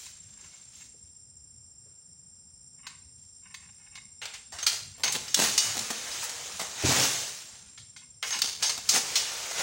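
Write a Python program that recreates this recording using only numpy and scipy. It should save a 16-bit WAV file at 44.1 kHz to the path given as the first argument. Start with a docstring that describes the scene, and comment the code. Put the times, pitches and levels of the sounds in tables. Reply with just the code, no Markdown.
"""A sickle on a long pole prunes an oil palm, some way off in a plantation: filtered click bursts crack
the stalk while decaying steel modes ring the blade. Light taps place the hook, slips shake the pole,
and fibres tear in runs of clicks. The frond swishes down as thousands of leaflet ticks and crashes on
the ground with low thuds; a second one starts down at the end. All the while insects drone and chirp,
made of noise bands and a thin wavering tone, over a low rumble. Echoes of the grove surround the work."""
import sys
import numpy as np
from scipy import signal
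from scipy.fft import rfft, irfft, next_fast_len
from scipy.io import wavfile
from scipy.ndimage import uniform_filter1d, map_coordinates

SR = 44100
rng = np.random.default_rng(int(sys.argv[2]) if len(sys.argv) > 2 else 0)


def output_pcm(signal):
    """Save a mono or channel-first signal as 16-bit PCM at the path in sys.argv[1].

    Samples are clipped to [-1, 1] before scaling.
    """
    pcm = np.clip(np.atleast_2d(signal).T, -1, 1) * 32767
    wavfile.write(sys.argv[1], SR, np.round(pcm).astype(np.int16))


N = 424241
TIME = np.arange(N) / SR


def amp(db):
    """Decibels to gain."""
    return 10 ** (np.asarray(db) / 20)


def evened(x):
    """Scales to rms 1."""
    return x / np.sqrt(np.mean(x ** 2) + 1e-20)


def matched(sound, drive):
    """Gives a sound the energy of the drive behind it."""
    return sound * np.linalg.norm(drive) / np.linalg.norm(sound)


def read(points, hz):
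    """Reads a spectrum on a log-frequency axis."""
    f, value = np.transpose(points)
    return np.interp(np.log(hz + 1), np.log(f + 1), value)


def curves(rows):
    """Every column of a timed table, sample by sample."""
    s, *columns = np.transpose(rows)
    return [np.interp(TIME, s, column) for column in columns]


def add(mix, start_s, sound):
    """Mixes a sound in at its start time."""
    part = mix[max(round(start_s * SR), 0):][:len(sound)]
    part += sound[:len(part)]


def colour(x, gain_db, size=2048):
    """Causal minimum-phase filter following a rule of dB against Hz."""
    hz = abs(np.fft.fftfreq(size, 1 / SR))
    log_gain = np.log(amp(np.maximum(gain_db(hz), -100)))
    taps = np.fft.ifft(np.exp(np.conj(signal.hilbert(log_gain)))).real
    return signal.oaconvolve(x, taps)[:len(x)]


def band(hz, half_width_hz, order=2):
    """Noise in one band, rms 1; a higher order gives a flatter top and steeper sides."""
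    size = next_fast_len(N, True)
    f = np.fft.rfftfreq(size, 1 / SR)
    shape = 1 / np.sqrt(1 + ((f - hz) / half_width_hz) ** (2 * order))
    return evened(irfft(rfft(rng.standard_normal(size)) * shape, size)[:N])


def crackle(per_s, spread_db):
    """A random train of clicks, rms 1; positive spread makes a few louder, negative a few softer."""
    size = amp(spread_db * np.minimum(rng.exponential(1, N), 4))
    sign = rng.choice([-1, 1], N)
    return evened(size * sign * (rng.random(N) < per_s / SR))


def swell(length_s):
    """A quick rise and slower fall, rms 1."""
    u = np.linspace(0, 1, max(round(length_s * SR), 2))
    return evened(np.sqrt(u) * (1 - u))


def ripple(hz, spacing_hz):
    """A random, smooth pattern of peaks and dips over frequency, about rms 1."""
    knots = np.arange(0, SR, spacing_hz)
    place = np.interp(hz, knots, np.arange(len(knots)))
    return map_coordinates(rng.standard_normal(1000), [place], order=3, mode="wrap")


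def mottled(x, patchy_db, size, count, order):
    """Lays random swells and dips, count frames by order bins, over a sound; returns rms 1."""
    z = signal.stft(x, SR, nperseg=size)[2]
    across_bins = uniform_filter1d(rng.standard_normal(z.shape), order, axis=0)
    patches = evened(uniform_filter1d(across_bins, count, axis=1))
    return evened(signal.istft(z * amp(patchy_db * patches), SR, nperseg=size)[1][:N])


# spectrum of the outdoor air: (pitch_hz [Hz], density_db [dB per Hz])
AIR_SPECTRUM = [(20, -40), (45, -4.5), (85, 4.5), (140, 1), (220, -5.5), (285, -16.5), (450, -20.5),
                (900, -25), (2000, -29), (7000, -31), (9500, -17.5), (10300, -64), (16000, -43)]
# the low rumble swells and sinks: (time_s [s], level_db [dB])
RUMBLE_LEVEL = [(0, 0.5), (1.8, -2), (4.3, 1), (5.2, 5.5), (7.8, -1.5), (8.8, 5.5), (9.62, 0)]
AIR_DB = -61


def air():
    """A low, lumpy outdoor rumble under faint, even hiss."""
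    wash = evened(colour(rng.standard_normal(N), lambda hz: read(AIR_SPECTRUM, hz), size=4096))
    low = signal.sosfiltfilt(signal.butter(4, 300, fs=SR, output="sos"), wash)
    lumps = mottled(low, patchy_db=4.0, size=2048, count=5, order=3) * np.std(low)
    rumble_db = curves(RUMBLE_LEVEL)[0] + 1.6 * band(0, 7.9)
    return amp(AIR_DB) * (wash - low + lumps * amp(rumble_db))


# bands of the far insect chorus: (centre_hz [Hz], half_width_hz [Hz], level_db [dB])
CHORUS_BANDS = [(5490, 403, -59.5), (8810, 385, -58)]
# insect levels over time: (time_s [s], near_singer_db [dB], far_chorus_change_db [dB])
INSECT_LEVELS = [(0, -52, -2), (1.8, -54, -2.5), (2.4, -54.5, -1.5), (4.2, -53.5, -0.5), (7.9, -54.5, -0.5),
                 (9.62, -61, -8)]
# chirps of one phrase: (place [0-1 of the phrase], width [share of the phrase], level_db [dB])
CHIRPS = [(0, .11, 0), (.27, .06, -10), (.5, .085, -4), (.76, .065, -8)]
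SINGER_HZ, PHRASES_PER_S = 7402, 14.55


def insects():
    """A far chorus in two noise bands, and one near insect chirping a fast phrase on a thin tone."""
    singer_db, chorus_db = curves(INSECT_LEVELS)
    phrase = PHRASES_PER_S * TIME
    chirps = np.zeros(N)
    for place, width, db in CHIRPS:
        away = (phrase - place + .5) % 1 - .5  # distance from the chirp, in phrases
        chirps += amp(db) * np.exp(-(away / width) ** 2)
    pitch_hz = SINGER_HZ + 24 * band(0, 50.0, order=3)  # the tone is never quite steady
    tone = np.sin(2 * np.pi * np.cumsum(pitch_hz) / SR)
    near = evened((chirps + .15) * tone * amp(1.4 * band(0, 20)))
    scattered = amp(-7) * band(7342, 51) + amp(-17.0) * band(7390, 280, order=4)
    chorus = sum(amp(db) * band(hz, half_width_hz, order=7) for hz, half_width_hz, db in CHORUS_BANDS)
    return amp(singer_db) * (near + scattered) + chorus * amp(chorus_db + 0.85 * band(0, 20))


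# how long the echoes last: (pitch_hz [Hz], t60_s [s])
GROVE_T60 = [(150, 0.63), (1000, 0.47), (4000, 0.53), (8000, 0.48), (15000, 0.14)]


def grove(x):
    """Trunks and crowns scatter the sound back: the echoes build up, then die band by band."""
    echoes = rng.choice([-1., 1.], SR) * (rng.random(SR) < 4000 / SR)
    hz, t, z = signal.stft(echoes, SR, nperseg=256)
    tone_db = read([(100, 8.0), (1000, 4.5), (5000, 4.5), (9000, 7), (15000, 5)], hz)[:, None]
    decay_db = 60 * t / read(GROVE_T60, hz)[:, None]
    tail = signal.istft(z * amp(tone_db - decay_db), SR, nperseg=256)[1][:SR]
    tail = tail * (1 - np.exp(-TIME[:SR] / 0.012))
    return signal.oaconvolve(x, tail / np.linalg.norm(tail))[:N]


# soft steps, then the heavy butt of the frond: (start_s [s], level_db [dB], pitch_hz [Hz], decay_s [s])
SOIL_THUDS = [(.425, -59, 376, 0.0093), (.94, -54.5, 423, 0.014), (1.858, -58, 430, 0.016),
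              (6.836, -14, 94, 0.015), (6.884, -21, 125, 0.014), (6.961, -37.5, 138.6, 0.097)]


def thuds():
    """Soft soil takes the blow: a low, quickly damped push and a dull puff of litter."""
    out, t = np.zeros(N), np.arange(SR // 2) / SR
    litter = [(40, -29), (120, 3.5), (300, -1.5), (450, -1.5), (620, -12), (2000, -52)]  # (Hz, dB)
    for start_s, db, pitch_hz, decay_s in SOIL_THUDS:
        puff = evened(colour(rng.standard_normal(len(t)), lambda hz: read(litter, hz)))
        push = np.sin(2 * np.pi * pitch_hz * t) + 0.94 * puff
        envelope = (1 - np.exp(-t / 0.0051)) * np.exp(-t / decay_s)
        add(out, start_s, amp(db) * push * envelope)
    return signal.sosfilt(signal.butter(3, 62, "high", fs=SR, output="sos"), out)


# the first frond lands butt first and lies down along its length, then its leaflets settle
LANDING_S, LANDING_DB, LANDING_RISE_S, LANDING_HOLD_S = 6.86, -25, 0.043, 0.19
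LANDING_SWELL_DB = 3  # more and more leaflets touch down
SETTLE_DROP_DB, SETTLE_DROP_S, SETTLE_DB_PER_S = 3, 0.037, 51
LANDING_BRIGHT, SETTLE_BRIGHT = -1.85, .3  # dB per octave


def landing():
    """Leaflets meet the ground: quick rise, slow swell, drop, settling; (gain, brightness)."""
    early_s = np.maximum(LANDING_S - TIME, 0)
    late_s = np.maximum(TIME - LANDING_S - LANDING_HOLD_S, 0)
    settling_db = SETTLE_DROP_DB * np.minimum(late_s / SETTLE_DROP_S, 1) + SETTLE_DB_PER_S * late_s
    laid = np.clip((TIME - LANDING_S) / LANDING_HOLD_S, 0, 1)
    level_db = LANDING_DB + LANDING_SWELL_DB * laid - settling_db
    bright = LANDING_BRIGHT + (SETTLE_BRIGHT - LANDING_BRIGHT) * laid ** 2
    return amp(level_db) * np.exp(-early_s / LANDING_RISE_S), bright


# a deep bite jerks the frond and its leaflets shiver: (start_s [s], level_db [dB], decay_s [s])
LEAFLET_SHAKES = [(4.67, -33.5, 0.054), (5.04, -41, 0.81), (5.373, -22.5, 0.098), (5.575, -30, 0.1),
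                  (8.218, -33, 0.041), (8.42, -36, 0.033), (8.619, -35, 0.12), (8.901, -20, 0.032)]
SHAKE_RISE_S, SHAKE_BRIGHT = 0.064, 0.24  # brightness in dB per octave
# a cut frond swishes down through the crown: (start_s [s], length_s [s], level_db [dB])
FROND_FALLS = [(5.55, 1.27, -35), (9.0, 1.27, -33)]
FALL_RISE_S, FALL_FADE_DB_PER_S, FALL_BRIGHT = 0.071, 4, -0.89
# leaves brushed in passing, and leaflets stirring as the pull strains before a deep bite: (middle_s [s],
# half_length_s [s], level_db [dB], bright [dB per octave])
LEAF_BRUSHES = [(0.026, .11, -46.5, 3), (0.276, 0.17, -59.5, 1.5), (0.505, 0.21, -53.5, 1),
                (0.8, 0.087, -51.5, 3), (0.913, 0.27, -68, 2.5), (1.902, .08, -73.5, -4),
                (3.24, 0.07, -67, 3.5), (3.68, 0.34, -67, 3), (6.156, 0.1, -37.5, 0),
                (6.242, 0.018, -36.5, 11), (8.625, 0.029, -39, -1), (8.887, 0.046, -40.5, 0.5),
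                (9.61, 0.051, -28, -2.5)]


def leaf_motion():
    """Shakes, falls, brushes and the landing add up in power: (level dB, brightness dB per octave)."""
    moves = [landing()]
    for start_s, db, decay_s in LEAFLET_SHAKES:
        t = np.maximum(TIME - start_s, 0)
        shiver = np.minimum(t / SHAKE_RISE_S, 1) * np.exp(-np.maximum(t - SHAKE_RISE_S, 0) / decay_s)
        moves.append((amp(db) * shiver, SHAKE_BRIGHT))
    for start_s, length_s, db in FROND_FALLS:
        t = np.maximum(TIME - start_s, 0)
        swish = np.minimum(t / FALL_RISE_S, 1) * (t < length_s)
        moves.append((amp(db - FALL_FADE_DB_PER_S * t) * swish, FALL_BRIGHT))
    for middle_s, half_length_s, db, bright in LEAF_BRUSHES:
        moves.append((amp(db) * np.exp(-((TIME - middle_s) / half_length_s) ** 2), bright))
    power = sum(gain ** 2 for gain, _ in moves) + 1e-12
    bright = sum(gain ** 2 * bright for gain, bright in moves) / power
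    return 10 * np.log10(power), bright


# spectrum of rustling leaflets: (pitch_hz [Hz], density_db [dB per Hz])
RUSTLE_SPECTRUM = [(50, -25.5), (180, -17.5), (500, -5.5), (1100, -4.5), (2500, -1.5), (4500, -0.5),
                   (6500, 3.5), (8500, -4), (10500, -10.5), (13000, -21), (16000, -21)]


def leaves():
    """Thousands of leaflet ticks, bunched in flurries, with sharper slaps among them."""
    level_db, bright = leaf_motion()
    gentle = np.clip((-44.0 - level_db) / 12, 0, 1)  # a light touch moves few leaflets and stays dull
    slaps = amp(-11 + 5.2 * gentle) * crackle(per_s=170, spread_db=1.7)
    unsteady_db = 1.7 * gentle * band(0, 22) - 1.75 * gentle
    ticks = (crackle(per_s=9000, spread_db=1.0) + slaps) * amp(unsteady_db)
    coloured = evened(colour(ticks, lambda hz: read(RUSTLE_SPECTRUM, hz)))
    hz, t, z = signal.stft(coloured, SR, nperseg=256)
    octaves = np.log2(np.maximum(hz, 900) / 4000)[:, None]
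    tilt_db = octaves * np.interp(t, TIME, bright)
    dull_db = read([(7000, 0.0), (11000, -7), (15000, -12.5)], hz)[:, None] * np.interp(t, TIME, gentle)
    rustle = signal.istft(z * amp(tilt_db + dull_db), SR, nperseg=256)[1][:N]
    flurries = mottled(rustle, patchy_db=1.2, size=256, count=8, order=9)
    # single leaflets sound their own fleeting pitches
    return amp(level_db) * mottled(flurries, patchy_db=1.5, size=1024, count=7, order=3)


CRUNCH_GAP_S, CRUNCH_S, CRUNCH_DB, CRUNCH_FADE_DB_PER_S = .05, 0.094, -32, 14


def crunches(count=4):
    """Dry stalks break one after another under the landing frond: (start_s, length_s, level_db)."""
    after_s = CRUNCH_GAP_S * (np.arange(count) + rng.uniform(-.5, .5, count) / 2)
    return [(LANDING_S + t, CRUNCH_S, CRUNCH_DB - CRUNCH_FADE_DB_PER_S * t) for t in after_s]


# fibres of the stalk tearing and crunching: (start_s [s], length_s [s], level_db [dB])
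FIBRE_TEARS = [(4.975, 0.091, -51.5), (5.031, 0.094, -41), (5.139, .036, -34.5), (5.368, 0.082, -27.5),
               (5.436, 0.018, -29.5), (5.752, 0.076, -36), (5.902, .019, -32.5), (6.597, 0.044, -37.5),
               (8.347, 0.057, -45.5), (8.438, 0.014, -37), (8.775, 0.021, -42), (8.923, 0.098, -38)]
# spectrum of tearing fibres: (pitch_hz [Hz], density_db [dB per Hz])
FIBRE_SPECTRUM = [(50, -24), (130, -3), (230, 5), (340, 1), (450, -1), (600, -1.5), (800, 4), (1600, -5.5),
                  (3000, -3), (8000, -5), (16000, -22)]


def tearing():
    """Thick fibres give way one after another inside the hollow-sounding stalk."""
    out, count = np.zeros(N), 16384
    snaps = crackle(per_s=1300, spread_db=5.0)

    def timbre(hz):
        return read(FIBRE_SPECTRUM, hz) + 2.05 * ripple(hz, 108.0)

    for k, (start_s, length_s, db) in enumerate(FIBRE_TEARS + crunches()):
        strain = np.zeros(count)
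        add(strain, 0, swell(length_s))
        run = np.roll(snaps, -k * count)[:count]  # fresh clicks for every tear
        sound = colour(strain * run, timbre)
        add(out, start_s, amp(db) * matched(sound, strain))
    return out


# the pole scrapes along a stalk: (start_s [s], length_s [s], level_db [dB])
POLE_SCRAPES = [(.05, 0.043, -62), (.36, 0.075, -67), (.436, 0.033, -61), (.52, 0.043, -62),
                (.805, 0.034, -58), (2.78, 0.048, -66.5), (2.826, 0.15, -57.5), (3.42, 0.13, -66),
                (3.453, .025, -56), (3.5, 0.034, -61), (3.615, 0.073, -61), (3.688, 0.015, -58.5),
                (3.775, 0.16, -67), (3.862, 0.025, -59), (3.915, 0.082, -61), (3.974, 0.016, -46),
                (4.215, 0.017, -48), (4.942, 0.052, -63), (4.335, 0.025, -50.5), (5.036, 0.083, -37.5),
                (8.01, 0.047, -62), (8.228, 0.047, -37.5), (8.32, 0.063, -36.5)]
TAP_POLE_DB, TAP_POLE_S = -5.5, 0.011  # every tap also shakes the pole; level relative to the tap


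def contacts():
    """Everything that shakes the pole: (start_s, length_s, level_db)."""
    return POLE_SCRAPES + [(start_s, TAP_POLE_S, db + TAP_POLE_DB) for start_s, db, _ in HOOK_TAPS]


# resonances of the long hollow pole: (pitch_hz [Hz], width_hz [Hz], level_db [dB])
POLE_MODES = [(822, 42, -5.5), (1042, 160, -5), (1470, 280, -12), (1776, 160, -4), (2175, 174, 1),
              (2572, 68, -1.5), (2840, 250, -5.5), (3750, 45, -5), (3620, 140, -18), (4670, 73, -27)]


def pole():
    """Short runs of slips shake the hollow pole; each contact favours other resonances."""
    out, count = np.zeros(N), 8192
    slips = crackle(per_s=2000, spread_db=2.7)

    def timbre(hz):
        body = sum(amp(db) / (1 + ((hz - f) / (width / 2)) ** 2) for f, width, db in POLE_MODES)
        return 20 * np.log10(body) + 2.6 * ripple(hz, 130.5)

    for k, (start_s, length_s, db) in enumerate(contacts()):
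        push = np.zeros(count)
        add(push, 0, swell(length_s))
        run = np.roll(slips, -k * count)[:count]
        sound = colour(push * run, timbre)
        add(out, start_s, amp(db) * matched(sound, push))
    return out


# the edge skids in the cut and squeaks: (start_s [s], length_s [s], level_db [dB])
EDGE_SQUEAKS = [(4.624, 0.025, -31), (5.036, 0.087, -32), (5.304, 0.025, -42), (8.304, 0.051, -30.5),
                (8.655, 0.075, -32.5)]
SQUEAK_HZ, SQUEAK_HALF_WIDTH_HZ = 6380, 70


def squeaks():
    """Friction drives one narrow resonance of the blade."""
    push = np.zeros(N)
    for start_s, length_s, db in EDGE_SQUEAKS:
        add(push, start_s, amp(db) * swell(length_s))
    return push * band(SQUEAK_HZ, SQUEAK_HALF_WIDTH_HZ)


def focus(hz, pitch_hz):
    """A broad hump, 0-1, around the pitch of a crack."""
    return np.exp(-(np.log2((hz + 1) / pitch_hz) / 0.73) ** 2)


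# modes of the steel blade: (pitch_hz [Hz], level_db [dB], t60_s [s])
BLADE_MODES = [(2935, -3.5, .35), (3697, -7, .4), (3790, -11, .35), (4495, -8, .35), (4668, -1, .35),
               (5060, -8, .3), (5260, -3, .3), (5526, -7, .35), (5726, -3, .33), (6290, -5, .35),
               (6435, -5, .25), (6472, -4, .33), (7225, -4, .28), (8340, -6, .3)]
DETUNE = 0.0024  # largest share; the stalk loads the blade a little differently in every bite


def blade(t, pitch_hz):
    """The ring of the steel as decaying modes; no two bites shake them alike."""
    mode_hz, mode_db, t60_s = np.transpose(BLADE_MODES)[:, :, None]
    weight, phase, shift = rng.uniform(-1, 1, (3, len(BLADE_MODES), 1))
    size = amp(mode_db + 3 * weight + 3 * focus(mode_hz, pitch_hz))
    free = np.sin(2 * np.pi * (mode_hz * (1 + DETUNE * shift) * t + phase))
    # wedged in the stalk, the blade also has shifted partials that die sooner
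    wedged = np.sin(2 * np.pi * mode_hz * (1 + shift / 4) * t) * np.exp(-t / .05)
    modes = size * amp(-60 * t / t60_s) * (free + wedged / 3)
    return np.sum(modes, axis=0) / np.linalg.norm(size)


# bites of the sickle: (start_s [s], level_db [dB], decay_s [s], pitch_hz [Hz] of the crack,
# wood_db [dB] of woody low end, ring_db [dB] of the blade against the crack)
SICKLE_BITES = [(4.216, -35, 0.061, 2830, 11.5, -17), (4.254, -28.5, 0.007, 4000, 9, -28),
                (4.336, -37, 0.028, 2700, -5, -6), (4.521, -41, 0.097, 7600, 20.5, 2.5),
                (4.585, -34.5, 0.038, 4800, 10, -3), (4.628, -27.5, 0.01, 5840, 16, -28),
                (4.6645, -14.5, 0.019, 4600, -2.5, -12), (5.0345, -17.5, 0.014, 3900, 11.5, -9.5),
                (5.078, -20, 0.0063, 4000, 17, -26), (5.122, -22, 0.013, 8350, -13, -18),
                (5.1485, -24, 0.013, 3250, 10, -28), (5.279, -34, .012, 4970, 13, -2.5),
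                (5.3435, -9.5, .0065, 4860, -10.5, -27), (5.5775, -12.5, 0.01, 5600, -5, -4.5),
                (8.2265, -23, 0.0097, 3500, 13.5, -11), (8.3055, -25.5, 0.007, 5500, 16, -9),
                (8.326, -31, 0.06, 3700, -10, 1.5), (8.418, -10, 0.0044, 4740, -2, -17.5),
                (8.6245, -20.5, 0.036, 5440, 8, -1), (8.6945, -21, 0.013, 5700, 15, -24),
                (8.8895, -14, 0.019, 5400, -13, -10), (9.155, -18, 0.034, 5200, 1, -6)]
# the sickle taps a stalk while it is being placed: (start_s [s], level_db [dB], decay_s [s])
HOOK_TAPS = [(.062, -47, 0.034), (2.867, -34.5, .013), (3.542, -36, 0.011), (3.953, -40, 0.019),
             (7.775, -43.5, 0.033), (7.9624, -43, 0.027)]
TAP_HZ, TAP_WOOD_DB, TAP_RING_DB = 4070, -9, -18
# a stalk bends too far and snaps: (start_s [s], level_db [dB], decay_s [s], wood_db [dB])
STALK_SNAPS = [(5.791, -19, 0.0042, -14), (5.905, -23, 0.0067, 12), (6.226, -34, 0.031, 32),
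               (6.294, -27.5, 0.0078, 7), (6.5943, -29, 0.041, 20), (8.388, -24.5, 0.0082, 3),
               (8.777, -25.5, 0.0035, 13), (9.51, -28.5, 0.0084, 27)]
SNAP_HZ, SNAP_RING_DB = 7000, -35


def cracks():
    """Bites, taps and snaps as rows of the same form as the bites."""
    taps = [(start_s, db, decay_s, TAP_HZ, TAP_WOOD_DB, TAP_RING_DB)
            for start_s, db, decay_s in HOOK_TAPS]
    snaps = [(start_s, db, decay_s, SNAP_HZ, wood_db, SNAP_RING_DB)
             for start_s, db, decay_s, wood_db in STALK_SNAPS]
    return SICKLE_BITES + taps + snaps


# spectrum of a cracking stalk: (pitch_hz [Hz], density_db [dB per Hz])
CRACK_SPECTRUM = [(60, -45), (300, -20), (800, -3.5), (2500, 2), (6500, 3.5), (9000, -1), (11000, -9),
                  (13500, -18.5), (16000, -14)]
SPLINTER_DB, SPLINTER_S = -17, 0.088
SPLINTER_FROM_DB = -23  # much lighter blows than this hardly splinter the stalk


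def sickle():
    """Each bite snaps a bunch of fibres, often in milliseconds; splinters follow and the blade rings."""
    out, t = np.zeros(N), np.arange(SR // 2) / SR
    snaps = crackle(per_s=18000, spread_db=-4.5)
    splinters = crackle(per_s=900, spread_db=3.0)
    for k, (start_s, db, decay_s, pitch_hz, wood_db, ring_db) in enumerate(cracks()):
        def timbre(hz):
            stalk_db = 2.8 * ripple(hz, 170)
            low_end_db = wood_db / (1 + (hz / 1800) ** 2)
            # light touches lack the very top
            top = np.clip((hz - 8000) / 6000, 0, 1)
            dull_db = min(db + 28.5, 0) * (1 - focus(9000, pitch_hz)) * top
            return read(CRACK_SPECTRUM, hz) + 7 * focus(hz, pitch_hz) + low_end_db + stalk_db + dull_db

        part = (k * 9000 + np.arange(len(t))) % N  # another stretch of clicks for every blow
        snapping = (1 - np.exp(-t / 0.0008)) * np.exp(-t / decay_s)
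        splitting = amp(SPLINTER_DB) * np.exp(-t / SPLINTER_S) / (1 + amp(SPLINTER_FROM_DB - db) ** 2)
        force = snaps[part] * snapping + splitting * splinters[part]
        crack = matched(colour(force, timbre), force)
        ring = amp(ring_db) * blade(t, pitch_hz) * (1 - np.exp(-t / .002))
        add(out, start_s, amp(db) * (crack + ring))
    return out


def scene():
    """The work at the palm, its echoes, and the plantation around; the same in both channels."""
    cutting = sickle() + squeaks() + pole()
    frond = leaves() + tearing() + thuds()
    echoes = grove(amp(-10.5) * cutting + amp(-12.0) * frond)
    mono = cutting + frond + echoes + insects() + air()
    return np.array([mono, mono])


# tone of the whole scene: (pitch_hz [Hz], gain_db [dB])
TOP_LIFT = [(20, -1.5), (13700, -1.5), (14600, 10.5), (15500, 3.5), (16000, 27)]
EDGE_HZ = 15800


def record(dry):
    """The very top is lifted; then a steep low-pass limits the band."""
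    heard = np.array([colour(x, lambda hz: read(TOP_LIFT, hz)) for x in dry])
    low_pass = signal.firwin(511, EDGE_HZ, window=("kaiser", 9), fs=SR)
    return signal.oaconvolve(heard, low_pass[None], "same")


dry = scene()
out = record(dry)
output_pcm(out)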